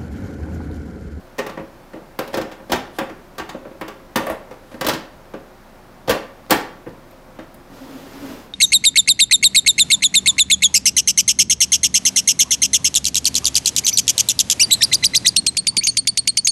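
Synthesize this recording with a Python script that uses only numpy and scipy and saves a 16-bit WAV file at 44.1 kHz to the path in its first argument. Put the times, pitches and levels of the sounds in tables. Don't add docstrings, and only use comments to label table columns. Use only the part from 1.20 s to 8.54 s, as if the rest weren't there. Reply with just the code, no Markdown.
import sys
import numpy as np
from scipy import signal
from scipy.fft import rfft, irfft, next_fast_len
from scipy.io import wavfile
from scipy.ndimage import uniform_filter1d

SR = 44100
rng = np.random.default_rng(int(sys.argv[2]) if len(sys.argv) > 2 else 0)


def to_wav(s):
    ch = np.atleast_2d(s).T
    pcm = np.round(np.clip(ch, -1, 1) * 32767)
    wavfile.write(sys.argv[1], SR, pcm.astype(np.int16))


N = 323605

PART_EDGES_HZ = [45, 150, 450, 900, 3000, 8000, 16500]


def gain_of(db):
    return 10 ** (np.asarray(db) / 20)


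def evened(x):
    return x / np.sqrt(np.mean(x ** 2) + 1e-20)


def unit(spectra):
    return spectra / np.linalg.norm(spectra, axis=-1, keepdims=True)


def smooth_noise(size):
    return uniform_filter1d(rng.standard_normal(N), size)


def read(points, hz):
    f, value = np.transpose(points)
    return np.interp(np.log(hz + 1), np.log(f + 1), value)


def add(mix, s, sound):
    part = mix[round(s * SR):][:len(sound)]
    part += sound[:len(part)]


def coloured(x, points):
    size = next_fast_len(len(x))
    gains = gain_of(read(points, np.fft.rfftfreq(size, 1 / SR)))
    return evened(irfft(rfft(x, size) * gains, size)[:len(x)])


def grit(points, rows, rough_db):
    s, db = np.transpose(rows)
    grain = gain_of(rough_db * evened(smooth_noise(200)))
    level = gain_of(np.interp(np.arange(N) / SR, s, db, -120, -120))
    return level * grain * coloured(rng.standard_normal(N), points)


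def resonate(x, hz, width_hz):
    r = np.exp(-np.pi * width_hz / SR)
    return signal.lfilter([1 - r], [1, -2 * r * np.cos(2 * np.pi * hz / SR), r * r], x)


def room_tone():
    # freq_hz, relative_density_db
    wash_spectrum = [(29, -36), (50, -11.5), (167, -7.5), (276, -6.5), (319, -14), (360, -3), (397, -13),
                     (447, -16), (583, -9.5), (922, -13.5), (1570, -19), (1720, -20.5), (2660, -26.5),
                     (3000, -28.5), (15800, -37)]
    # pitch_hz, width_hz, rms_db
    hum_rows = [(126, 9.5, -74.5), (177, 6.4, -96), (353, 6.5, -84), (523.3, 18, -56.5)]
    wash_db, drone_hz, drone_db = -45, 26.8, -51.5
    wash = gain_of(wash_db) * coloured(rng.standard_normal(N), wash_spectrum)
    waver = 1 + 0.25 * evened(smooth_noise(900))
    sine = np.sin(2 * np.pi * drone_hz * np.arange(N) / SR)
    drone = gain_of(drone_db) * np.sqrt(2) * waver * sine
    hums = sum(gain_of(db) * evened(resonate(rng.standard_normal(N), hz, width_hz))
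               for hz, width_hz, db in hum_rows)
    return wash + drone + hums


def part_levels(strength_db, weight_db, flat_db, sharp_db):
    clank_db = -6.5
    thud_db = -19.5 + 1.3 * weight_db
    tick_db = -8.5 + 1.2 * sharp_db
    return strength_db + clank_db + np.array([thud_db, weight_db, flat_db, 0, sharp_db, tick_db])


def contacts():
    # start_s, clank_peak_db, then against the clank weight_db (table and case),
    # flatness_db (panel ring), sharpness_db (crack); chatter_ms
    knock_rows = [(0.1817, -27, 0.5, 9, -3.5, 7.8), (0.189, -16.5, -5.5, 2.5, -9.5, 3.5),
                  (0.2637, -23.5, -5, 2.5, -10, 5), (0.294, -26, -4.5, -9, -11, 5.6),
                  (0.3731, -25.5, 1, 4, -20, 5), (0.3949, -34.5, 9, -10, -16, 4.6),
                  (0.7332, -32.5, 5.5, 6.5, -16, 5.8), (0.7587, -37.5, -1, 10.5, -20, 7.6),
                  (0.9888, -16.5, -4, 4, -9.5, 6.2), (1.0194, -31.5, -11, 8, -16, 4.7),
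                  (1.0754, -32, -1, -11, -7, 5), (1.1309, -29, -4, -22, -9, 5.6),
                  (1.1403, -17.5, -7, 3, -7.5, 6.6), (1.171, -21.5, 5, 5, -8, 5),
                  (1.1792, -22.5, 1.5, 8.5, -10, 3.7), (1.2132, -23.5, -4, -2.5, -7.5, 3.8),
                  (1.2424, -35, 7, 2, -24, 3.6), (1.3139, -29, -7, -6, -9.5, 13),
                  (1.396, -38, 2, 5.5, -24, 5), (1.496, -25, 3.5, -11, -9, 15),
                  (1.5193, -11, -3.5, -6.5, -5.5, 5), (1.5302, -12, -2.5, -10, -11, 8.5),
                  (1.5578, -22, -7, -7, -9, 4.3), (1.7854, -13.5, -6.5, 0, -12.5, 5.8),
                  (1.8082, -19.5, -1, 4.5, -25, 8.3), (1.8951, -31, 2, -12, -13, 7.3),
                  (2.1816, -22, -8, -9.5, -7.5, 5.7), (2.1955, -20, -6.5, -3, -13.5, 8.3),
                  (2.2906, -25.5, -6, -5, -6, 8.7), (2.3443, -30.5, 6.5, 10, -34, 4.2),
                  (2.4528, -35, 5, 9, -31, 2.5), (2.5114, -43, 10, 6, -15, 3.9),
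                  (2.612, -19.5, -3, 0.5, -16, 4.1), (2.6798, -24.5, -6.5, 1, -10.5, 6.5),
                  (2.9576, -10.5, -2, -5.5, -7, 5.7), (2.9711, -14, -5, -2, -29, 2),
                  (2.9989, -29, -13, 12.5, -20, 5), (3.0344, -35, 3, 13, -17, 6.1),
                  (3.0671, -19, -10, 4.5, -20, 3.4), (3.0968, -20.5, -7.5, 6.5, -19, 5.6),
                  (3.1199, -27, 0, -1.5, -24, 3.2), (3.3093, -32.5, -2, 6.5, -13, 7.7),
                  (3.5148, -35.5, -5, 5, -12.5, 5), (3.5417, -35.5, 7, 6.5, -11, 4.5),
                  (3.6098, -15, -7, 0.5, -7.5, 6.6), (3.645, -19, -1, 4, -7, 6.1),
                  (3.6654, -15, -2.5, -6.5, -2.5, 5), (3.6846, -12, -6.5, -9.5, -5.5, 3.8),
                  (3.693, -13.5, -14, -4.5, -4.5, 4.6), (3.7337, -20, 0.5, 0.5, -4.5, 9.8),
                  (4.137, -27.5, 3, 6.5, -16.5, 5.6), (4.8761, -28.5, 4, -5, -4, 2.4),
                  (4.8803, -18, 2, -10, -11, 6), (4.8935, -12, -8, 7, -5, 6.5),
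                  (4.9038, -9.5, -6, 0.5, -9, 9.1), (4.9487, -23.5, -1, 6.5, -17, 5),
                  (5.2962, -21.5, -6, 4, -11.5, 6.8), (5.3064, -12.5, -8, -0.5, -1, 3.6),
                  (5.3126, -8.5, -1.5, -0.5, -8, 3.4), (5.3216, -5.5, -10, -5.5, -9.5, 4.7),
                  (5.663, -32, 8, 7, -35, 9.8), (5.9084, -44, -11, 3, -9, 5),
                  (6.188, -28.5, 1, -16, -15.5, 11), (6.3415, -45, 3, 7.5, -13, 4)]
    # start_s, thud_db
    jolt_rows = [(0.394, -44), (1.18, -47), (2.201, -45), (2.96, -34), (3.099, -38), (3.646, -43),
                 (3.666, -37.5), (4.882, -39), (4.895, -33), (5.663, -47)]
    # start_s, tick_db
    tick_rows = [(.187, -42), (.266, -46), (.989, -35.5), (1.076, -49), (1.213, -51), (1.518, -32),
                 (1.559, -46), (1.785, -36.5), (2.181, -44), (2.61, -46), (2.681, -49), (2.959, -29.5),
                 (3.61, -36), (3.685, -28), (4.895, -29), (4.905, -30), (5.321, -30), (1.171, -39),
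                 (2.971, -33), (3.066, -40.5), (3.099, -40), (3.667, -26.5), (5.306, -18), (5.909, -57),
                 (6.342, -51)]
    jolt_ms, tick_ms = 5.2, 2.3
    only = np.eye(6)
    return ([(s, ms, gain_of(part_levels(*db)), db[-1]) for s, *db, ms in knock_rows]
            + [(s, jolt_ms, only[0] * gain_of(db), 0) for s, db in jolt_rows]
            + [(s, tick_ms, only[5] * gain_of(db), 0) for s, db in tick_rows])


def dulled(spectra, sharp_db, hz):
    dulling = 0.082
    octaves = np.log2(np.maximum(hz / PART_EDGES_HZ[3], 1))
    return spectra * gain_of(dulling * sharp_db * octaves)


def knocks():
    # pitch_hz, level_db, t60_s (before the hand damping below)
    mode_rows = [(67, 8.5, 0.18), (132, -8, 0.11), (235, -19, 0.39), (246.5, -1, 0.31), (321.8, 5, 0.3),
                 (348.3, -1, .16), (414, -1.5, 0.48), (517.5, -6.5, 0.48), (542.2, 9, 0.2), (608, 4, 0.089),
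                 (605, -2.5, 0.31), (698.7, -9, 0.36), (738, -15.5, 0.27), (840, -24.5, 0.028),
                 (953, -20.5, 0.16), (1068, -17, 0.032), (1140.5, -12.5, 0.3), (1369, -16.5, 0.15),
                 (1570, -0.5, 0.018), (1802, -6.5, 0.053), (2130, -39, 0.064), (2540, -50, 0.059),
                 (2780, -41, 0.14), (3000, -48, 0.06), (4500, -21, .05)]
    # t60_s (held to 0.3 below), level_db against the chatter,
    # listed_modes_db
    sheet_rows = [(0.11, 9, 6), (0.37, -8, 4.5), (0.13, 22, 9), (0.16, 33, 4.5), (0.069, -4, -6),
                  (0.031, -1, -33)]
    size = 16384
    spot_db = 3
    tilt_db = -4.5
    rise_s = 0.0024
    hz, t, out = np.fft.rfftfreq(size, 1 / SR), np.arange(size) / SR, np.zeros(N)

    modes = []
    for pitch_hz, db, t60_s in mode_rows:
        decay = gain_of(-60 * t / np.clip(t60_s, 0.02, 0.14))
        modes.append(gain_of(db) * rfft(decay * np.sin(2 * np.pi * pitch_hz * t)))
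    modes = np.array(modes)

    parts = []
    for edges in zip(PART_EDGES_HZ, PART_EDGES_HZ[1:]):
        band = signal.butter(3, edges, "band", fs=SR, output="sos")
        parts.append(signal.sosfreqz(band, hz, fs=SR)[1])
    parts = np.array(parts)
    parts[:-1] *= gain_of(tilt_db * np.log2(hz + 100))

    t60_s, tail_db, modes_db = np.transpose(sheet_rows)[:, :, None]
    tails = gain_of(tail_db - 60 * t / np.clip(t60_s, 0.02, 0.3))
    rise = 1 - np.exp(-t / rise_s)
    for s, ms, gains, sharp_db in contacts():
        noise = rng.standard_normal(size)
        spot = gain_of(spot_db * rng.standard_normal(len(modes)))
        chatter = np.exp(-t * 1000 / ms)
        rings = unit(parts * rfft(noise * chatter) * (spot @ modes))
        sheet = unit(parts * rfft(noise[::-1] * (chatter + tails) * rise))
        body = unit(dulled(sheet + gain_of(modes_db) * rings, sharp_db, hz))
        add(out, s, irfft(gains @ body) * np.sqrt(size * SR / 100))
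    return out


def scrapes():
    # start_s, peak_s, end_s, peak_db
    stroke_rows = [(1.05, 1.204, 1.18, -47), (1.475, 1.523, 1.54, -45), (1.704, 1.769, 1.83, -48),
                   (2.99, 3.118, 3.16, -41.5), (3.417, 3.524, 3.7, -55), (4.05, 4.13, 3.8, -59)]
    # freq_hz, relative_density_db
    rail_spectrum = [(1500, -30), (3000, 7), (6000, -2), (8000, 1), (11500, 3), (14000, -25), (15800, -12),
                     (16000, -40)]
    ends_db = -20
    out = np.zeros(N)
    for start_s, peak_s, end_s, db in stroke_rows:
        rows = [(start_s, db + ends_db), (peak_s, db), (end_s, db + ends_db)]
        out += grit(rail_spectrum, rows, rough_db=-0.5)
    return out


def slide():
    # time_s, hiss_db, judder_db
    slide_rows = [(6.499, -49.5, -39), (6.546, -45, -51), (6.776, -41.5, -37), (6.882, -42.5, -43),
                  (7.114, -36.5, -38.5), (7.2, -42.5, -58), (7.262, -47.5, -63), (7.3, -64, -70)]
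    # freq_hz, relative_density_db
    rub_spectrum = [(45, -43), (70, -12.5), (200, -8.5), (280, -5), (375, -8.5), (420, -8.5), (810, -14.5),
                    (1110, -15.5), (1920, -21), (4340, -25), (7000, -27), (9500, -31), (12000, -31),
                    (13700, -30), (15800, -34)]
    slip_hz, slip_wobble, throb_db = 275, 0.0428, 5
    s, hiss_db, judder_db = np.transpose(slide_rows)
    wobble, throb = (evened(uniform_filter1d(smooth_noise(size), size)) for size in (150, 700))
    phase = 2 * np.pi * np.cumsum(slip_hz * (1 + slip_wobble * wobble)) / SR
    level = gain_of(np.interp(np.arange(N) / SR, s, judder_db, -120, -120) + throb_db * throb)
    judder = np.sin(phase) + 0.18 * np.sin(2 * phase) + 0.081 * np.sin(3 * phase)
    return grit(rub_spectrum, np.c_[s, hiss_db], rough_db=0.5) + level * judder


def dying(x, t60):
    hz, t, z = signal.stft(x, SR, nperseg=128)
    decay = gain_of(-60 * t / np.maximum(read(t60, hz), 0.01)[:, None])
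    y = signal.istft(z * decay, SR, nperseg=128)[1][:len(x)]
    return y / np.linalg.norm(y)


def room(x):
    # freq_hz, t60_s
    room_t60 = [(100, 0.26), (260, 0.48), (700, 0.48), (1840, 0.46), (4850, 0.38), (16000, 0.21)]
    turn_hz = 9
    slots, out = np.arange(180, SR // 2 - 10, 10), np.zeros(N)
    for k in range(3):
        taps = np.zeros(SR // 2)
        taps[slots + rng.integers(0, 10, len(slots))] = rng.choice([-1., 1.], len(slots))
        turn = np.sqrt(2 / 3) * np.cos(2 * np.pi * (np.arange(N) / SR * turn_hz + k / 3))
        out += signal.oaconvolve(x * turn, dying(taps, room_t60))[:N]
    return out


def scene():
    room_db = -7.5
    near = knocks() + scrapes() + slide()
    return (near + gain_of(room_db) * room(near) + room_tone())[None]


def record(dry):
    # freq_hz, gain_db
    treble_colour = [(5000, 0.), (8000, -3.5), (10500, -2.5), (13500, 0), (15700, -1.5), (16100, -32)]
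    edge_hz = 16900
    hz = np.linspace(0, SR / 2, 257)
    colour = signal.firwin2(255, hz, gain_of(read(treble_colour, hz)), fs=SR)
    low_pass = signal.firwin(511, edge_hz, window=("kaiser", 9), fs=SR)
    return signal.oaconvolve(dry, np.convolve(colour, low_pass)[None], "same")


dry = scene()
out = record(dry)
to_wav(out)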